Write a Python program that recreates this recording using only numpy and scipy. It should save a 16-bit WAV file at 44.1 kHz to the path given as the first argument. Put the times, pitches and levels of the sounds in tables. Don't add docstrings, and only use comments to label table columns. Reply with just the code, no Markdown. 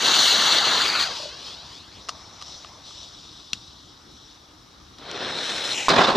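import sys
import numpy as np
from scipy import signal
from scipy.fft import rfft, irfft, next_fast_len
from scipy.io import wavfile
from scipy.ndimage import uniform_filter1d, map_coordinates

SR = 44100
rng = np.random.default_rng(int(sys.argv[2]) if len(sys.argv) > 2 else 0)


def bounce(signal):
    frames = np.transpose(np.atleast_2d(signal))
    limited = np.clip(frames, -1, 1)
    pcm = np.round(limited * 32767).astype(np.int16)
    wavfile.write(sys.argv[1], SR, pcm)


def invert_db(level):
    return 10 ** (np.asarray(level, dtype=float) / 20)


N = 271876
TIME = np.arange(N) / SR

# pitch in Hz, level in dB per Hz.
VILLAGE_TONE = [(15, -34), (25, -18), (64, -0.5), (246, -9.5), (305, -3.5), (349, -9.5), (613, -23.5),
                (803, -16), (1110, -18), (1230, -12), (1700, -20), (2620, -32), (5720, -22.5), (7280, -38),
                (15500, -48)]
# pitch in Hz, likeness from 0 to 1.
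VILLAGE_ALIKE = [(60, 0.98), (180, 1), (550, 0.11), (1650, 0.04), (4970, 0.2), (15000, 0.99)]
FUSE_ALIKE = [(60, 0.82), (180, 1), (550, 0.76), (1650, 0.71), (4970, 0.81), (15000, 0.83)]
ECHO_ALIKE = [(60, 0.98), (180, 0.98), (550, 0.95), (1650, 0.64), (4970, 0.86), (15000, 0.89)]
# pitch in Hz, left over right in dB.
PORT_DB = [(60, 0.5), (110, 0.5), (200, 1.0), (380, 2.0), (700, 2.0), (1290, -1.5), (2380, 0.5),
           (4400, 2.5), (8120, 2.0), (15000, 0.0)]
# pitch in Hz, left ahead of right in radians.
PORT_LEAD = [(0, 0), (340, 0.2), (1460, -0.3), (1980, 0.3), (2330, 0.2), (2580, 0.4), (3880, 0.3),
             (4820, -0.1), (6630, -0.3), (8870, -0.0), (15200, 0.0)]

# start in seconds, level in dB.
HOOTS = [(1.197, -32.5), (1.233, -35), (1.254, -28), (1.276, -39)]
# start in seconds, peak in dB, tube ring in dB, time to fade by 60 dB in seconds.
KNOCKS = [(2.0863, -17, -10, 0.067), (2.0909, -14, -5.5, 0.024), (2.4122, -27, -12, 0.02),
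          (2.4148, -21, -16, 0.008), (2.4227, -19, -15.5, 0.017), (2.646, -35, 3.5, 0.024),
          (2.907, -30.5, -8, 0.025), (4.9834, -30, -15, 0.02), (5.1127, -11, -35, 0.0087),
          (5.2784, -28, -34, 0.018)]
# pitch in Hz, level in dB, time to fade by 60 dB in seconds.
TUBE_NOTES = [(1195, 3, 0.019), (750, -9.5, 0.024), (1940, -7, 0.011), (2840, 3.5, 0.0075)]
# pitch in Hz, level in dB, time to fade by 60 dB in seconds.
POP_NOTES = [(2800, -5, 0.0078), (3400, 3.5, 0.0061), (3870, 4, 0.0042), (5000, -4, 0.0089),
             (5830, 0.5, 0.0048), (7000, -24, .005), (10700, -13, .003), (1500, -18, 0.0085),
             (212, -24.5, 0.024)]
POP_S, POP_DB = 3.5324, -6.5

# time in seconds, level in dB.
SECOND_STRENGTH = [(4.965, -71), (4.983, -46.5), (5.1, -39), (5.24, -34), (5.3, -35.5), (5.6, -38),
                   (5.72, -36), (5.86, -38)]
# time in seconds, hiss change in dB, length in seconds.
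SECOND_FLARES = [(5.3, 3, 0.13), (5.44, 7, 1), (5.7, 1.5, 0.13)]
# time in seconds, delay in ms, strength from 0 to 1.
SECOND_MIRROR = [(5.0, .255, .3), (5.725, .26, .4), (5.745, .3, .75), (5.79, .39, .75), (5.83, .44, .5),
                 (5.88, .46, .5), (6.1, .6, .2)]
# pitch in Hz, level in dB per Hz.
HELD_TONE = [(47, -46), (80, -1.5), (490, 10.5), (940, 6.5), (1400, 6.5), (2800, -11), (3900, -4),
             (4500, -6), (5300, -10), (6000, -16), (6600, -24.5), (8300, -28.5), (10000, -37.5),
             (15500, -64)]
LIFTED_TONE = [(35, -49), (60, -20), (508, -6), (737, -8), (828, -1), (1090, -10), (2840, -8), (7180, -15),
               (15500, -51)]
# centre in Hz, width in Hz, depth (1 is complete).
HELD_NOTCH = [(4700, 420, 0.96), (9150, 550, 0.48)]
LIFTED_S = 5.74

# time in seconds, level in dB.
THROWN_STRENGTH = [(0, -26), (.05, -18.5), (.3, -21), (.78, -19.5), (.83, -23.5), (.88, -23), (1.03, -24.5),
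                   (1.09, -29), (1.2, -36), (1.34, -39.5), (1.67, -44.5), (2.07, -49.5), (2.75, -51.5),
                   (2.95, -55.5), (3.5, -58.5), (4.3, -60), (4.95, -57.5)]
# time in seconds, hiss change in dB, length in seconds.
THROWN_FLARES = [(.22, 1.5, 0.15), (.64, -1.5, 0.23), (.94, -2.5, 0.076), (1.03, 0.5, 0.051),
                 (2.47, 8, 0.25), (2.91, 12.5, .3), (3.2, 10, 1), (4.17, 8, 0.32)]
# pitch in Hz, level in dB per Hz.
NEAR_TONE = [(35, -58), (60, -29.5), (200, -12), (850, -5.5), (1350, -1), (2000, -6.5), (3000, -2),
             (4200, 1), (4850, -2.5), (5400, -10), (6300, -9.5), (7800, -19.5), (9300, -24.5),
             (12300, -34.5), (15500, -38)]
FLYING_TONE = [(90, -21), (200, -4), (580, -2), (1060, 0.5), (2300, -12.5), (3300, -3.5), (4200, -2.5),
               (5400, -5), (6500, -12), (8500, -22.5), (13000, -36), (15500, -42)]
LYING_TONE = [(200, -30), (500, -24.5), (1150, -18.5), (1600, -28), (2500, -15.5), (3200, -4.5),
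              (3800, 1.5), (4500, -5.5), (5500, 2), (6200, 0), (6700, -7), (7400, -2), (9000, -16),
              (13000, -24), (15500, -36)]
# centre in Hz, width in Hz, depth (a minus depth is a peak).
NEAR_NOTCH = [(2470, 280, .8), (4990, 520, .88), (8150, 500, .5), (10190, 800, .95)]
RAISED_NOTCH = [(2150, 700, -.6), (4600, 600, -1.1), (5350, 500, .6), (9300, 1500, .6)]
LYING_NOTCH = [(4940, 120, 0.98), (6500, 310, 0.5), (7530, 360, 0.9)]
TUMBLE_S, FACING_S, TUMBLE_DB = 0.27, 1.48, 1.5
FLARE_RISE_S, FLARE_HOLD = 0.1, 0.43

LOW_LAG_MS, RAISE_S, DOUBLE_S = .2, .785, .1
LET_GO_S, AIR_S, HAND_M, CAMERA_M, START_M, SPEED_M_PER_S = 1.09, 1., .47, 1.95, 2.5, 20.5
COPY_HELD, COPY_SWUNG, COPY_FREE, COPY_DOWN = .1, .4, .52, .4
BOUNCING_LAG_MS, LYING_LAG_MS, SETTLED_S = .185, .23, 2.83

# start in seconds, level in dB, swing in Hz, time to fade by 60 dB in seconds, crack in dB.
BANGS = [
    (5.8833, -1.5, 1050, .025, -7),
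    (5.8894, -8, 1300, .015, 1),
    (6.1288, -6, 1050, .006, -24),
    (6.1586, -4, 600, .03, -26),
]
# start in seconds, pitch in Hz, level in dB, length in seconds.
FLUTTERS = [(5.961, 2480, -21.5, 0.047), (5.977, 2020, -19, 0.045), (6.008, 3680, -28, .03),
            (6.033, 3620, -17, 0.029), (6.068, 4000, -15, 0.032), (6.096, 4320, -20, .018)]
# time in seconds, level in dB.
ROLL = [(5.886, -16.5), (5.936, -14.5), (6.018, -13), (6.072, -19.5), (6.082, -15), (6.146, -24),
        (6.164, -14.5)]
# pitch in Hz, level in dB per Hz.
ROLL_TONE = [(24, -57), (40, -29.5), (241, -6), (309, -8), (386, -5), (484, -7.5), (521, -5), (1130, -5),
             (2160, -17.5), (3300, -14), (3550, -11), (6000, -25.5), (15500, -68.5)]
ROLL_TOP_DB, FRESH_DB, FRESH_S = -5.5, 11, 0.024


def unit(x):
    return x / np.sqrt(np.mean(x ** 2) + 1e-20)


def along(points, hz):
    f, v = np.transpose(points)
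    return np.interp(np.log(hz + 1), np.log(f + 1), v)


def curves(rows):
    s, *columns = np.transpose(rows)
    return np.array([np.interp(TIME, s, column) for column in columns])


def wobble(rate):
    knots = rng.standard_normal(int(N * rate / SR) + 4)
    return map_coordinates(knots, [TIME * rate])


def filtered(x, response):
    m = next_fast_len(N + 8192)
    return irfft(rfft(x, m) * response(np.fft.rfftfreq(m, 1 / SR)), m)[..., :N]


def add(track, s, sound):
    spot = track[round(s * SR):][:len(sound)]
    spot += sound[:len(spot)]


def ring(notes, t):
    return sum(invert_db(db - 60 * t / t60) * np.sin(2 * np.pi * hz * t) for hz, db, t60 in notes)


def onset(t, rise_s):
    return 1 - np.exp(-t / rise_s)


def shade(notches, hz):
    gain = 0 * hz + 1
    for centre, width, depth in notches:
        gain = gain * (1 - np.minimum(depth, 1) / (1 + (2 * (hz - centre) / width) ** 2))
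    return gain


def stereo_noise(alike, patchy_db):
    z = signal.stft(rng.standard_normal((2, N)), nperseg=512)[2]
    patches = uniform_filter1d(rng.standard_normal(z.shape[1:]), size=6, axis=0)
    patches = uniform_filter1d(patches, size=8, axis=1)
    pair = signal.istft(z * invert_db(patchy_db * unit(patches)), nperseg=512)[1][:, :N]

    def shares(hz):
        turn = np.arccos(np.clip(along(alike, hz), -1, 1)) / 2
        return np.array([np.cos(turn), np.sin(turn)])
    mid, side = filtered(pair, shares)
    return np.array([mid + side, mid - side])


def bands(noise, tone, edges_hz, notches=()):
    def response(hz):
        highs = [1 / (1 + (edge / (hz + 1)) ** 6) for edge in edges_hz]
        above = np.array([0 * hz + 1] + highs + [0 * hz])
        return (-np.diff(above, axis=0) * invert_db(along(tone, hz)) * shade(notches, hz))[:, None]
    return [unit(part) for part in filtered(noise, response)]


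def outdoors():
    hum, air = bands(stereo_noise(VILLAGE_ALIKE, patchy_db=1.5), VILLAGE_TONE, (2000,))
    return invert_db(-53 + 0.47 * wobble(3.2)) * hum + invert_db(-59) * air


def whirl():
    hoots, t = np.zeros(N), np.arange(1800) / SR
    for s, db in HOOTS:
        add(hoots, s, invert_db(db) * onset(t, 0.0044) * ring([(599, 7.0, 0.044)], t))
    return hoots


def powder_pop(grit, tube, t):
    for lag, db in [(-.0005, -12), (0, 5), (.0007, -2), (.0014, -8)]:
        add(tube, POP_S + lag, invert_db(POP_DB + db - 7.0) * onset(t, 0.0003) * ring(POP_NOTES, t))
    mouth = ring([(2870, 0, 0.0065)], t)
    add(tube, POP_S + 0.00259, invert_db(POP_DB - 9.0) * onset(t, 0.0005) * mouth)
    scatter = invert_db(POP_DB - 20 - 60 * t / 0.1) * rng.standard_normal(len(t))
    add(grit, POP_S + 0.0022, scatter)


def knocks():
    grit, tube, t = np.zeros(N), np.zeros(N), np.arange(2600) / SR
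    for s, db, ring_db, t60 in KNOCKS:
        fade = invert_db(db - 0.5 - 60 * t / max(t60, .002))
        add(grit, s + 0.00068, fade * onset(t, 0.00042) * rng.standard_normal(len(t)))
        add(tube, s + 0.000643, invert_db(db + ring_db) * onset(t, 0.00042) * ring(TUBE_NOTES, t))
    powder_pop(grit, tube, t)

    def grit_tone(hz):
        return invert_db(np.minimum(along(FLYING_TONE, hz) + 4, 0)) * hz ** 2 / (hz ** 2 + 2000 ** 2)
    both = tube + invert_db(0.5) * filtered(grit, grit_tone)
    return filtered(both, lambda hz: 1 / (1 + (hz / 12500) ** 12))


def turbulence(sputter_db):
    sputter = invert_db(sputter_db * (0.32 * wobble(16) + 0.52 * wobble(60) + 0.8 * wobble(350)))
    alike = [(hz, likeness ** 0.22) for hz, likeness in FUSE_ALIKE]
    return unit(sputter) * stereo_noise(alike, patchy_db=1.5)


def flares(rows):
    total = 0
    for s, db, length in rows:
        corners = [s - FLARE_RISE_S, s, s + FLARE_HOLD * length, s + length]
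        total = total + db * np.interp(TIME, corners, [0, 1, 1, 0])
    return total


def jet(noise, strength_db, flare_db, tone, notches=(), *, roar_db, fizz_db, sharper):
    roar, hiss, fizz = bands(noise, tone, (2000, 6500), notches)
    mix = invert_db(roar_db) * roar + invert_db(flare_db) * hiss + invert_db(fizz_db + sharper * flare_db) * fizz
    return invert_db(strength_db) * mix


def off_ground(direct, mirror, top_hz):
    lag_ms, strength = mirror
    lag_ms = lag_ms * (1 + .015 * wobble(20))
    strength = np.clip(strength * invert_db(2.5 * wobble(12)), 0, 1)

    def gravel(hz):
        return (.62 + .4 / (1 + (2000 / (hz + 1)) ** 4)) / (1 + (hz / top_hz) ** 6)
    dull = filtered(direct, gravel)
    late = np.array([np.interp(TIME - lag_ms / 1000, TIME, side) for side in dull])
    return (direct + strength * late) / np.sqrt(1 + strength ** 2)


def second_fuse():
    lit = np.interp(TIME, [4.972, 4.98, 5.06], [0, .6, 1])
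    up = np.clip((TIME - LIFTED_S) / .03 + .5, 0, 1)
    drive = turbulence(sputter_db=1.4), curves(SECOND_STRENGTH)[0], flares(SECOND_FLARES)
    held = jet(*drive, HELD_TONE, HELD_NOTCH, roar_db=0.17, fizz_db=-24, sharper=2.76)
    lifted = jet(*drive, LIFTED_TONE, HELD_NOTCH, roar_db=-0.41, fizz_db=-14.5, sharper=1.2)
    return lit * off_ground((1 - up) * held + up * lifted, curves(SECOND_MIRROR), top_hz=4300)


def flight():
    u = np.clip(TIME - LET_GO_S, 0, AIR_S)
    high = .03 + HAND_M * (1 - u / AIR_S) + 9.81 / 2 * u * (AIR_S - u)
    far = START_M + SPEED_M_PER_S * u
    extra_m = np.hypot(far, high + CAMERA_M) - np.hypot(far, high - CAMERA_M)
    arc_ms = extra_m / .343
    swing_ms = LOW_LAG_MS * 2 ** (np.clip(TIME - RAISE_S, 0, 1) / DOUBLE_S)
    settling = [SETTLED_S - .07, SETTLED_S + .07]
    down_ms = np.interp(TIME, settling, [BOUNCING_LAG_MS, LYING_LAG_MS])
    moments = [RAISE_S, RAISE_S + .05, LET_GO_S + .3 * AIR_S, LET_GO_S + .8 * AIR_S, LET_GO_S + AIR_S]
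    strength = np.interp(TIME, moments, [COPY_HELD, COPY_SWUNG, COPY_FREE, COPY_FREE, COPY_DOWN])
    return np.minimum(swing_ms, np.maximum(arc_ms, down_ms)), strength


def thrown_fuse():
    noise, strength_db = turbulence(sputter_db=0.96), curves(THROWN_STRENGTH)[0]
    drive = noise, strength_db, flares(THROWN_FLARES)
    tumble_db = TUMBLE_DB * np.cos(2 * np.pi * (TIME - FACING_S) / TUMBLE_S)
    near = jet(*drive, NEAR_TONE, NEAR_NOTCH, roar_db=-7, fizz_db=-14, sharper=3.4)
    raised = jet(*drive, NEAR_TONE, RAISED_NOTCH, roar_db=-4.5, fizz_db=-9.5, sharper=2.5)
    flying = jet(noise, strength_db, tumble_db, FLYING_TONE, roar_db=-7.5, fizz_db=-18.5, sharper=2.2)
    lying = jet(*drive, LYING_TONE, LYING_NOTCH, roar_db=0.33, fizz_db=-23, sharper=0.55)
    up = np.interp(TIME, [.78, .86], [0, 1])
    away = np.interp(TIME, [1.0, 1.1], [0, 1])
    down = np.interp(TIME, [1.9, 2.15], [0, 1])
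    whole = (1 - up) * near + (up - away) * raised + (away - down) * flying + down * lying
    return off_ground(whole, flight(), top_hz=6800)


def flutters():
    out = np.zeros(N)
    for s, hz, db, length in FLUTTERS:
        t = np.arange(round(length * SR)) / SR
        add(out, s, invert_db(db) * np.sin(np.pi * t / length) * np.sin(2 * np.pi * hz * t * (1 - .3 * t)))
    return out * (.35 + .5 * wobble(300))


def house_roll():
    low_db = curves(ROLL)[0]
    high_db = low_db + ROLL_TOP_DB + FRESH_DB * np.exp(-np.abs(TIME - ROLL[0][0]) / FRESH_S)
    lumps = unit(invert_db(2.1 * wobble(170) + .6 * wobble(45)))
    low, high = bands(lumps * stereo_noise(ECHO_ALIKE, patchy_db=1.5), ROLL_TONE, (2000,))
    arrived = np.interp(TIME, [5.885, 5.893], [0, 1])
    return arrived * (invert_db(low_db - 2.5) * low + invert_db(high_db - 4.5) * high)


def blast():
    sharp, t = np.zeros(N), np.arange(1300) / SR
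    for s, db, hz, t60, crack_db in BANGS:
        rough = uniform_filter1d(uniform_filter1d(rng.standard_normal(len(t)), size=4), size=3)
        crack = invert_db(crack_db - 60 * t / 0.048) * rough
        swing = ring([(hz, 0, t60), (3700, -13, .012)], t)
        add(sharp, s, invert_db(db) * onset(t, 0.000086) * (swing + crack))
    fence_hz = 3600 + 4600 * np.exp(-t / .0036)
    chirp = np.sin(2 * np.pi * np.cumsum(fence_hz) / SR)
    add(sharp, 5.892, invert_db(-14 - 60 * t / .09) * onset(t, .0015) * chirp)
    return 0.7 * sharp + flutters() + house_roll()


def scene():
    ducked = invert_db(np.interp(TIME, [5.877, 5.881], [0, -12]))
    quiet = ducked * (outdoors() + whirl() + knocks() + second_fuse() + thrown_fuse())
    air = quiet * invert_db([[.4], [-.4]]) + blast() * invert_db([[-1.1], [1.1]])

    def openings(hz):
        half = invert_db(along(PORT_DB, hz) / 2) * np.exp(.5j * along(PORT_LEAD, hz))
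        return np.array([half, 1 / half])
    return filtered(air, openings)


def top_cut(x):
    return signal.sosfilt(signal.butter(12, 15610, fs=SR, output="sos"), x)


def record(dry):
    limited = dry / (1 + np.abs(dry / .9) ** 4) ** (1 / 4)
    finished = filtered(limited, lambda hz: hz < 15620)
    return top_cut(finished)


dry = scene()
out = record(dry)
bounce(out)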